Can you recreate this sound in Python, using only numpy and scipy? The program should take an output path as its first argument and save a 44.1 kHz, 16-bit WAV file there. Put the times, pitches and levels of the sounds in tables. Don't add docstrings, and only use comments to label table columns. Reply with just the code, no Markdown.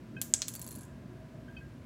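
import sys
import numpy as np
from scipy import signal
from scipy.fft import rfft, irfft
from scipy.io import wavfile
from scipy.ndimage import uniform_filter1d

SR = 44100
rng = np.random.default_rng(int(sys.argv[2]) if len(sys.argv) > 2 else 0)


def generate_wav(sig):
    pcm = np.round(np.clip(np.atleast_2d(sig).T, -1, 1) * 32767).astype(np.int16)
    wavfile.write(sys.argv[1], SR, pcm)


N = 81585

# pitch in Hz, ring time to -60 dB (t60) in seconds.
WALL_MODES = [(4226, 0.084), (4592, 0.16)]
CLACK_ROOM_DB, RATTLE_ROOM_DB = -5.5, -9
BODY_RISE_S = 0.0035


def clacks(sing_db=-18, sing_t60=0.47):
    # start in seconds, level in dB, contact pitch
    # in Hz, contact decay in ms, then the balance in dB of crack, splinter, scatter, thud and wall ring.
    blows = [(0.2149, -30.5, 7300, 0.13, -22, 0, 4, -0.5, -29),
             (0.2159, -19, 7800, 0.17, -1, 9.5, -3.5, -4, -51),
             (0.3386, -2.5, 7270, 0.16, -15.5, -26, -9, -13, -54.5),
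             (0.4195, -14, 6430, 0.14, -2, -54, -3.5, -9, -27.5),
             (0.4826, -21.5, 7630, 0.12, -6, 4, -4, -3.5, -31)]
    # frequency in Hz, relative dB.
    crack_eq = [(300, -21), (900, -7), (1700, -6), (3500, 5.5), (5500, 0.5), (9000, -5.5), (16000, -6.5)]
    splinter_eq = [(3000, -31), (9700, -22.5), (10900, 4), (12050, -3.5), (12600, -1.5), (13400, 3.5),
                   (14600, -3), (15250, 0.5), (16100, -22.5)]
    thud_eq = [(300, -11.5), (600, 1), (1100, -1), (1700, 2), (2100, -3.5), (3300, 2), (5000, -14),
               (9000, -3.5), (16000, -24)]
    # pitch in Hz, relative level in dB, t60 in seconds.
    splinter_modes = [(10740, -35, 0.0504)]
    glass_modes = [(5900, -49, 0.26), (6660, -46.5, 0.35), (6620, -47.5, 0.32), (7580, -47.5, 0.32),
                   (7720, -42.5, .3), (7445, -43, 0.27), (6800, -43.5, .3), (7677, -41.5, 0.23),
                   (7520, -45.5, 0.42)]
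    body_modes = [(530, -27.5, 0.037), (640, -27, 0.035), (1205, -32, 0.022), (1642, -19, 0.032),
                  (2350, -26, 0.026), (2680, -23, 0.024), (3320, -25.5, 0.022), (3545, -9, .02),
                  (5700, -17.5, .025), (5886, -18.5, 0.028)]
    crack, thud = colour(crack_eq), undb(-8.5) * colour(thud_eq)
    splinter = colour(splinter_eq) + ring(splinter_modes)
    glass = ring(glass_modes)
    body = ring(body_modes) * attack(BODY_RISE_S)
    wall_hz, wall_t60 = WALL_MODES[0]
    out = np.zeros(N)
    for at, db, hz, ms, crack_db, splinter_db, scatter_db, thud_db, wall_db in blows:
        edge = undb(crack_db) * crack + undb(splinter_db) * splinter
        snap = contact(hz, ms * 0.482) + edge
        spray = undb(scatter_db) * scatter(snap, t60=0.051, rise_s=0.0014, room_db=CLACK_ROOM_DB)
        flask = body + scatter(thud, t60=0.021, rise_s=BODY_RISE_S, room_db=CLACK_ROOM_DB)
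        wall = ring([(wall_hz, wall_db, wall_t60), (wall_hz, wall_db + sing_db, sing_t60)])
        clack = contact(hz, ms) + edge + spray + undb(thud_db) * flask + glass + wall
        add(out, at, undb(db) * clack)
    return out


def contact(hz, decay_ms):
    age = clock() * 1000 / decay_ms
    return age * np.exp(1 - age) * np.sin(2 * np.pi * hz * clock())


def knocks(gain_db=-5, rise_s=0.00077, scatter_db=2.5, ping_send_db=-5):
    # start in seconds, relative level in dB, ping balance in dB.
    slaps = [(.4826, -14.5, 2), (0.5386, -18, -13), (0.56, -20.5, 2), (0.6159, -18, 3.5),
             (0.6435, -25.5, 8), (0.6756, -22.5, 3), (0.7087, -24, 5), (0.726, -27, 7), (0.7528, -25, 3),
             (0.773, -33, 4), (0.7894, -31.5, 5), (.809, -30.5, 0), (0.8172, -33.5, 2), (0.833, -30, -6),
             (0.85, -38, 0), (.857, -50, 3)]
    # frequency in Hz, relative level in dB.
    slap_eq = [(600, -11), (2000, -15.5), (3500, -6), (5000, -8.5), (7400, 4), (8600, 1), (9900, -7),
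               (11000, 0.5), (12000, -1), (13500, -10), (15600, -12), (16100, -39.5)]
    # pitch in Hz, relative level in dB, t60 in seconds.
    ping_modes = [(10990, -18.5, 0.016), (11000, -20, 0.018)]
    out, click = np.zeros(N), colour(slap_eq)
    ping = ring(ping_modes) * attack(rise_s)
    for at, db, ping_db in slaps:
        send = click + undb(ping_db + ping_send_db) * ping
        spray = undb(scatter_db) * scatter(send, t60=0.034, rise_s=rise_s, room_db=RATTLE_ROOM_DB)
        add(out, at, undb(db + gain_db) * (click + undb(ping_db) * ping + spray))
    return out


def ticks(scatter_db=-7.5):
    # start in seconds, level in dB, lower and upper wall ring in relative dB.
    taps = [(0.477, -34, -30, -26), (0.5525, -18, -38, -34), (0.5949, -22.5, -34, -44),
            (0.6262, -24.5, -30, -39), (0.6656, -24, -42, -33), (.689, -24.5, -33, -39),
            (0.717, -25.5, -28, -56), (0.7429, -35.5, -21, -43), (0.76, -28, -47, -34),
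            (0.785, -33, -29, -33)]
    # frequency in Hz, relative level in dB.
    tap_eq = [(1000, -10.5), (4000, -19), (6500, -6), (8500, -8), (10000, -27), (12000, -2), (13800, 3.5),
              (15000, -6), (15700, -3), (16100, -18)]
    # pitch in Hz, relative level in dB, t60 in seconds.
    glint_modes = [(10650, -25.5, 0.04)]
    out, click = np.zeros(N), colour(tap_eq) + ring(glint_modes)
    for at, db, *wall_db in taps:
        wall = ring([(hz, mode_db, t60) for (hz, t60), mode_db in zip(WALL_MODES, wall_db)])
        spray = undb(scatter_db) * scatter(click, t60=0.029, rise_s=0.00072, room_db=RATTLE_ROOM_DB)
        add(out, at, undb(db) * (click + wall + spray))
    return out


def touches(attack_s=0.005, blur_db=-14):
    # pitch in Hz, t60 in seconds.
    flask_modes = [(1560, 0.055), (1610, 0.295), (2546, 0.1), (3122, 0.069), (4560, 0.1)]
    # start in seconds, then the level in dB of each flask mode in turn.
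    plinks = [(0.165, -39, -47, -41.5, -50, -89), (1.351, -60.5, -74, -79.5, -81, -90),
              (1.481, -44, -51, -73, -61, -83), (1.565, -47.5, -82, -41.5, -47.5, -59.5),
              (1.609, -57, -53.5, -78.5, -77, -90.5)]
    out, fade_in = np.zeros(N), np.minimum(clock() / attack_s, 1)
    for at, *levels in plinks:
        plink = fade_in * ring([(hz, db, t60) for (hz, t60), db in zip(flask_modes, levels)])
        blur = conv(plink, burst(t60=0.04, rise_s=BODY_RISE_S))
        add(out, at, plink + undb(blur_db) * blur)
    return out


def scatter(click, t60, rise_s, room_db, crossover_hz=8930):
    # frequency in Hz, relative level in dB.
    room_eq = [(300, -5.5), (2000, -1.5), (4000, -6), (7000, 1), (11000, -3), (16000, -4)]
    low = cut(burst(t60=0.38, rise_s=0.006), crossover_hz, "lowpass")
    high = cut(burst(t60=0.289, rise_s=0.006), crossover_hz, "highpass")
    tail = conv(low + high, colour(room_eq))
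    return conv(click, burst(t60, rise_s) + undb(room_db) * tail)


def stirrer(noise_db=-50, rumble_hz=452, bass_hz=92, drift_rad=0.4, waver_db=3):
    # frequency in Hz, relative dB.
    hum_tones = [(60, -65.5), (119.5, -57.5), (140, -61), (240, -58), (360, -68), (480, -78)]
    noise_eq = [(15, -58), (25, -44), (52, -9.5), (123, -1.5), (161, -4), (236, -3), (270, -5.5), (326, -8),
                (451, -18.5), (641, -16.5), (775, -27.5), (1440, -26), (1560, -26.5), (1840, -29),
                (2280, -30), (3250, -35), (16000, -50.5)]
    # time in seconds, gain in dB.
    drone_ride = [(0, 2.5), (.08, -.5), (.16, 4), (.25, 0.5), (.35, 0), (.41, -4), (.48, 0.5), (.63, 0),
                  (.76, 3), (.87, -2), (1.0, 1.5), (1.12, 3), (1.28, -2), (1.40, 2.5), (1.53, -1),
                  (1.63, -1), (1.74, 0), (1.85, -2.5)]
    bass_ride = [(0, -12), (.2, -14), (.35, 8), (.5, -11), (.62, 3), (.88, 1), (.94, 10.5), (1.06, -12),
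                 (1.17, 0.5), (1.23, -6), (1.42, 0), (1.5, -7), (1.57, 7), (1.68, 5), (1.74, -3.5),
                 (1.82, 6.5)]
    bed = undb(noise_db) * conv(rng.standard_normal(N), colour(noise_eq))
    rumble, bass = below(bed, rumble_hz), below(bed, bass_hz)
    hiss = bed - rumble
    drone = (rumble - bass) * undb(0.36 * wander(15))
    for hz, db in hum_tones:
        phase = 2 * np.pi * (hz * clock() + rng.random()) + drift_rad * wander(7.2)
        drone += np.sqrt(2) * undb(db + waver_db * wander(12)) * np.sin(phase)
    return drone * fader(drone_ride) + bass * fader(bass_ride) + murmur() + hiss


def murmur(waver_db=3):
    # centre in Hz, width in Hz, base level in dB.
    bands = [(643.4, 33, -69), (992, 80, -72), (1605, 30, -76.5), (1704, 30, -77.5)]
    # time in seconds, gain in dB.
    lowest_ride = [(0, -0.5), (.6, -2), (.9, 1.5), (1.22, 4.5), (1.28, -3), (1.375, 13), (1.42, -1.5),
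                   (1.465, 9), (1.51, -1), (1.85, -5)]
    t, voices = clock(), []
    for hz, width, db in bands:
        resonance = unit(np.exp(-np.pi * width * t) * np.sin(2 * np.pi * hz * t))
        level = undb(db + waver_db * wander(6.4))
        voices.append(level * conv(rng.standard_normal(N), resonance))
    return voices[0] * fader(lowest_ride) + sum(voices[1:])


def ring(modes):
    return sum(undb(db) * fade(t60) * np.sin(2 * np.pi * hz * clock()) for hz, db, t60 in modes)


def colour(points, size=8192):
    hz, db = np.array(points).T
    freqs = np.maximum(np.arange(size // 2 + 1) * SR / size, 1)
    gain = undb(np.interp(np.log(freqs), np.log(hz), db))
    cepstrum = irfft(np.log(gain))
    cepstrum[1:size // 2] *= 2
    cepstrum[size // 2 + 1:] = 0
    click = irfft(np.exp(rfft(cepstrum)))
    return np.pad(unit(click), (0, N - size))


def burst(t60, rise_s):
    return unit(rng.standard_normal(N) * fade(t60) * attack(rise_s))


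def attack(rise_s):
    return 1 - np.exp(-clock() / rise_s)


def fade(t60):
    return np.exp(-np.log(1000) * clock() / t60)


def fader(points):
    return undb(np.interp(clock(), *np.array(points).T))


def wander(rate_hz):
    hold = int(SR / rate_hz)
    steps = np.repeat(rng.standard_normal(N // hold + 1), hold)
    return unit(uniform_filter1d(steps, hold)[:N]) * np.sqrt(N)


def cut(x, hz, kind):
    return signal.sosfilt(signal.butter(4, hz, kind, fs=SR, output="sos"), x)


def below(x, hz):
    return signal.sosfiltfilt(signal.butter(4, hz, fs=SR, output="sos"), x)


def conv(x, response):
    return signal.fftconvolve(x, response)[:N]


def add(out, at, x):
    start = int(round(at * SR))
    out[start:] += x[:N - start]


def undb(db):
    return 10 ** (np.asarray(db) / 20)


def unit(x):
    return x / np.sqrt(np.sum(x ** 2))


def clock():
    return np.arange(N) / SR


def scene():
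    # delay in ms, level in dB.
    echoes = [(4.9, -18.5), (6.1, -20.5), (8.8, -23.5)]
    background = stirrer()
    bar = clacks() + knocks() + ticks()
    out = bar + touches() + background
    for ms, db in echoes:
        add(out, ms / 1000, undb(db) * bar)
    return out[None]


def record(dry, top_hz=16300):
    return signal.sosfilt(signal.ellip(10, .2, 70, top_hz, fs=SR, output="sos"), dry)


dry = scene()
out = record(dry)
generate_wav(out)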